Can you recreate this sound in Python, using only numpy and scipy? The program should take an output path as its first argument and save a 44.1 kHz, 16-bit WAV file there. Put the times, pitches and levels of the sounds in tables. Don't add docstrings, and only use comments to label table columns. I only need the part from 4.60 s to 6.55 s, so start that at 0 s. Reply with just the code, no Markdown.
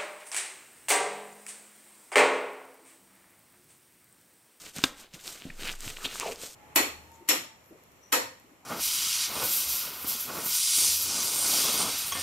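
import sys
import numpy as np
from scipy import signal
from scipy.fft import rfft, irfft, next_fast_len
from scipy.io import wavfile
from scipy.ndimage import uniform_filter1d, map_coordinates

SR = 44100
rng = np.random.default_rng(int(sys.argv[2]) if len(sys.argv) > 2 else 0)


def master_out(mix):
    frames = np.transpose(np.atleast_2d(mix))
    ceiling = np.clip(frames, -1, 1)
    pcm = np.round(ceiling * 32767).astype(np.int16)
    wavfile.write(sys.argv[1], SR, pcm)


def boost(x):
    u = np.asarray(x, float) / 20
    return 10 ** u


N = 85995


def unit(x):
    return x / np.sqrt(np.mean(x ** 2) + 1e-20)


def along(points, hz):
    f, v = np.transpose(points)
    return np.interp(np.log(hz + 1), np.log(f + 1), v)


def curves(rows):
    s, *columns = np.transpose(rows)
    return [np.interp(np.arange(N) / SR, s, column) for column in columns]


def wobble(rate):
    knots = rng.standard_normal(int(N * rate / SR) + 4)
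    return map_coordinates(knots, [np.arange(N) * rate / SR])


def coloured(x, points):
    m = next_fast_len(N + 8192)
    gain = boost(along(points, np.fft.rfftfreq(m, 1 / SR)))
    return irfft(rfft(x, m) * gain, m)[:N]


def high_pass(x, hz):
    return signal.sosfilt(signal.butter(2, hz, "high", fs=SR, output="sos"), x)


def pings(s, gain, hz, life_s, size):
    t = np.arange(size) / SR
    age = t / life_s[:, None]
    envelope = np.exp(-age) * (1 - np.exp(-age / 0.12))
    wave = gain[:, None] * np.sin(2 * np.pi * hz[:, None] * t) * envelope
    at = np.round(s * SR).astype(int)[:, None] + np.arange(size)
    return np.bincount(at.ravel(), wave.ravel(), N + size + SR)[:N]


def crackle(count, spread_db, hiss):
    u = rng.random((count, 3))
    at = (u[:, 0] * N).astype(int)
    size = boost(-spread_db * np.log(1.004 - u[:, 2]))
    clicks = np.bincount(at, np.sign(u[:, 1] - .5) * size, N)
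    return unit(unit(clicks) + hiss * rng.standard_normal(N))


# (per Hz, relative)
AIR_SPECTRUM = [(20, 10), (90, -4.5), (300, -2.5), (2000, -9), (15000, -18), (15800, -60)]


def room_air():
    return boost(-64.5) * unit(coloured(rng.standard_normal(N), AIR_SPECTRUM))


# f/Hz, t/s (fall by 60 dB)
ROOM_DECAY = [(300, 0.38), (2500, 0.42), (12000, 0.067)]


def room(x):
    hz, t, z = signal.stft(rng.standard_normal(SR // 2), SR, nperseg=256)
    fall = boost(-60 * t / along(ROOM_DECAY, hz)[:, None])
    tail = signal.istft(z * fall, SR, nperseg=256)[1]
    roughened = x * (1 + wobble(1200)) / np.sqrt(2)
    delayed = np.pad(roughened, (150, 0))
    return signal.fftconvolve(delayed, tail / np.linalg.norm(tail))[:N]


# f/Hz, level/dB (relative)
SIDE_SPECTRUM = [(60, 2), (2500, 1.5), (6000, 2), (14000, 3.5), (15500, -15)]


def apart(mid):
    level_db, follows, flicker_db = -63, 0.49, 3.5
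    z = np.abs(signal.stft(mid, nperseg=1024)[2])
    smooth = uniform_filter1d(rng.standard_normal(z.shape), size=20, axis=0)
    patches = unit(smooth + 0.52 * rng.standard_normal(z.shape[1]))
    phase = np.exp(2j * np.pi * rng.random(z.shape))
    z = z ** follows * boost(flicker_db * patches) * phase
    hiss = signal.istft(z, nperseg=1024)[1][:N]
    return boost(level_db) * unit(coloured(hiss, SIDE_SPECTRUM))


def sway():
    start_s, rise_s, hold_s = .86, 0.059, 0.35
    level_db, fall_db_per_s, sway_hz = -39, 43, 18.2
    t = np.maximum(np.arange(N) / SR - start_s, 0)
    fall_db = fall_db_per_s * np.maximum(t - hold_s, 0)
    level = (1 - np.exp(-t / rise_s)) * boost(level_db - fall_db)
    return level * np.sin(2 * np.pi * sway_hz * t - 1.6)


# t/s, level/dB (before the smoothing), f/Hz
BUMP_HITS = [(0.166, -40, 174), (0.186, -32.5, 217), (.2388, -17.5, 298), (0.54, -42, 176),
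             (0.853, -32, 217), (0.865, -36, 274), (0.899, -41.5, 171), (1.022, -37.5, 326),
             (1.262, -40.5, 113), (1.273, -39, 260), (1.305, -45, 125), (1.461, -37, 290),
             (1.598, -62, 870), (1.835, -33.5, 514)]


def bumps():
    s, db, hz = np.transpose(BUMP_HITS)
    life_s = 0.9 / hz
    push = pings(s, 1.9 * boost(db), hz, life_s, size=4000)
    overtone = pings(s, boost(db - 9.5), 2.06 * hz, life_s / 2, size=2000)
    return high_pass(uniform_filter1d(push + overtone, size=24), 70)


# t/s, length t/s, level/dB (before a 7 dB lift and random spread), f/Hz (centre)
SQUEAL_RUNS = [(0.9005, .005, -44.5, 2090), (1.055, .011, -44, 2750), (1.443, .012, -36.5, 3390),
               (1.458, .011, -38, 3700)]


def squeals():
    tries, slips_per_s, cycles = 40, 1100, 2.8
    s, length, db, hz = np.repeat(np.array(SQUEAL_RUNS), repeats=tries, axis=0).T
    u = rng.random((len(s), 4))
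    heard = u[:, 3] < slips_per_s * length / tries
    gain = heard * boost(db + 8.2 * u[:, 1] + 7)
    pitch_hz = hz * (1 + 0.32 * (u[:, 2] - .5))
    return pings(s + length * u[:, 0], gain, pitch_hz, cycles / hz, size=400)


# t/s, hollow f/Hz, hollow level/dB, tick level/dB
STUTTER = [(1.39, 1300, -69.5, -76), (1.405, 1389, -48.5, -58), (1.45, 1496, -44, -52),
           (1.465, 1600, -70.5, -81), (1.598, 1150, -69, -70), (1.606, 1150, -46, -37),
           (1.635, 994, -38.5, -45.5), (1.657, 807.7, -38.5, -47), (1.675, 640, -37.5, -40.5),
           (1.70, 580.6, -39, -61), (1.72, 514, -40.5, -41), (1.755, 520, -65.5, -85)]


def squeak():
    slips_per_s, tick_s, hollow_s = 345, .0003, .002
    palm_hz, waver = 450, .12
    hollow_hz, hollow_db, tick_db = curves(STUTTER)
    slips = np.cumsum(slips_per_s * (1 + .16 * wobble(140))) / SR
    at = np.flatnonzero(np.diff(np.floor(slips)))
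    at = at[hollow_db[at] > -69]
    u, s, life_s = rng.standard_normal((len(at), 4)), at / SR, np.full(len(at), tick_s)

    kicks = np.bincount(at, boost(hollow_db[at] + 4 + 3.7 * u[:, 0]), N)
    kicks = signal.lfilter([1], [1, -np.exp(-1 / SR / hollow_s)], kicks)
    hollow = np.sin(2 * np.pi * np.cumsum(hollow_hz * (1 + waver * wobble(300))) / SR)
    palm = np.sin(2 * np.pi * np.cumsum(palm_hz * (1 + waver * wobble(150))) / SR)
    rung = uniform_filter1d(kicks, size=24) * (hollow + palm_hz / hollow_hz * palm)

    tick = boost(tick_db[at] + 13.5 + 2 * u[:, 2])
    low = pings(s, tick, 2600 * (1 + 0.054 * u[:, 3]), 2 * life_s, size=200)
    high = pings(s, tick, 5200 * np.exp(0.34 * u[:, 1]), life_s, size=200)
    return high_pass(rung, 260) + low + high


# t/s, level/dB
FLAPS = [(.2389, -6.5), (.2411, -11), (.2424, -17.5), (.2439, -19)]
# f/Hz, level/dB (added to the flap's), t/s (fall by 60 dB)
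CUFF_MODES = [(800, -13, 0.0037), (1150, -10, 0.013), (1550, -9.5, 0.012), (2700, -0.5, 0.006),
              (3570, -2.5, 0.014), (5160, 1, 0.0024)]


def slap():
    smack_db, smack_s = -8, 0.0022
    rows = np.array([(s, db + level, hz, t60 / np.log(1000))
                     for s, db in FLAPS for hz, level, t60 in CUFF_MODES])
    s, db, hz, life_s = rows.T
    u, t = rng.standard_normal((len(rows), 2)), np.arange(N) / SR
    smack = sum(boost(level + smack_db) * (t >= at) * np.exp(-np.abs(t - at) / smack_s)
                for at, level in FLAPS)
    ring = pings(s + .0001 * u[:, 0], boost(db + u[:, 1]), hz, life_s, size=1200)
    return ring + smack * uniform_filter1d(rng.standard_normal(N), size=3)


# t/s, level/dB (before the ping and crack gains), f/Hz
FOLDS = [(0.1563, -31, 8000), (0.1844, -20.5, 6400), (0.1863, -29, 2600), (0.1903, -30.5, 1330),
         (0.22, -33, 2900), (0.2326, -34, 4200), (0.538, -32, 6000), (0.5431, -31.5, 4230),
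         (0.678, -20, 4460), (0.8212, -29, 2800), (1.0234, -30, 2600), (1.0334, -23.5, 3350),
         (1.0542, -24, 2700), (1.0702, -29.5, 1550), (1.074, -25, 2720), (1.0802, -25, 2940),
         (1.0869, -21, 2700), (1.0933, -17, 3000), (1.0992, -20.5, 2700), (1.1099, -43, 2200),
         (1.1275, -25.5, 5550), (1.139, -34, 1500), (1.2067, -21, 7760), (1.245, -33.5, 1630),
         (1.2791, -23.5, 2850), (1.3018, -24.5, 7300), (1.3704, -25, 2700), (1.3855, -37.5, 1140),
         (1.4568, -15.5, 3180), (1.4687, -31, 3280), (1.5565, -28.5, 1220), (1.5988, -10.5, 7700),
         (1.7594, -28, 5100)]


def snaps():
    s, db, hz = np.transpose(FOLDS)
    t = np.arange(256) / SR
    decay = np.exp(-t / 0.00055)
    crack = np.zeros(N + len(t))
    noises = rng.standard_normal((len(s), len(t)))
    for at, gain, noise in zip(np.round(s * SR).astype(int), boost(db), noises):
        crack[at:at + len(t)] += gain * noise * decay
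    pop = pings(s, 1.63 * boost(db), hz, 1.05 / hz, size=400)
    return pop + 0.21 * uniform_filter1d(crack[:N], size=3)


# t/s, effort level/dB,
# tautness level/dB (stretched film over rustle, before the trims below)
HANDLING = [(0, -49, -4.5), (0.09, -49, 0.5), (0.125, -58.5, -1.5), (0.15, -50.5, -2), (0.165, -39, -3),
            (0.195, -46, 3), (0.225, -52, 5.5), (0.25, -38, 0), (0.3, -51.5, -6), (0.35, -62.5, 4),
            (0.4, -49, -2), (0.46, -64.5, 12.5), (0.5, -75.5, 8.5), (0.525, -65.5, 3), (0.545, -48, 0.5),
            (0.58, -56.5, 3), (0.63, -50.5, -3), (0.675, -40.5, -6.5), (0.735, -47, -4), (0.83, -55.5, 8),
            (0.88, -58.5, 6), (0.96, -60, 3), (1.0, -48.5, 4.5), (1.055, -43.5, 6), (1.12, -46.5, 5.5),
            (1.175, -55, -3.5), (1.25, -41.5, -0.5), (1.28, -41.5, -5.5), (1.31, -46, 6), (1.35, -51.5, 0),
            (1.41, -50, 1.5), (1.435, -43, -4), (1.455, -39.5, 1.5), (1.485, -49.5, 5.5), (1.56, -41, -4.5),
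            (1.62, -47.5, 4.5), (1.72, -44.5, -2), (1.765, -54, -0.5), (1.83, -39, -7.5), (1.95, -53.5, -9)]
# (per Hz, relative)
RUSTLE_SPECTRUM = [(900, -6), (1500, -10), (2700, -6.5), (3400, -3), (7700, 1), (9300, -2), (10500, -11.5),
                   (13200, -4), (15300, -14.5), (15800, -68)]
TAUT_SPECTRUM = [(900, -42), (1500, -4.5), (2200, -1.5), (2800, 0), (3500, -2), (4500, -4.5), (6500, -23)]
DRAG_SPECTRUM = [(20, -5), (60, -3.5), (150, -1.5), (400, 2.5), (900, -6), (1500, -0.5), (2500, -44)]


def film():
    effort_db, taut_db = curves(HANDLING)
    rustle = unit(coloured(crackle(count=9000, spread_db=3.5, hiss=0.7), RUSTLE_SPECTRUM))
    rustle = rustle * boost(wobble(90))
    taut = unit(coloured(crackle(count=5000, spread_db=4, hiss=0.71), TAUT_SPECTRUM))
    taut = taut * boost(taut_db - 5.0 + 2.3 * wobble(90))
    drag = unit(coloured(crackle(count=900, spread_db=4.0, hiss=0.95), DRAG_SPECTRUM))
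    drag = drag * boost(taut_db - 8.5 + 1.1 * wobble(40.47))
    return boost(effort_db) * (rustle + taut + drag)


def scene():
    hits = bumps() + squeals() + squeak() + slap() + snaps()
    mid = room_air() + boost(-14.5) * room(hits) + hits + film()
    side = apart(mid)
    return np.array([mid + side, mid - side]) + sway()


def top_cut(x):
    return signal.sosfilt(signal.butter(12, 16650, fs=SR, output="sos"), x)


def record(dry):
    mix = signal.sosfilt(signal.butter(10, 16200, fs=SR, output="sos"), dry)
    return top_cut(mix)


dry = scene()
out = record(dry)
master_out(out)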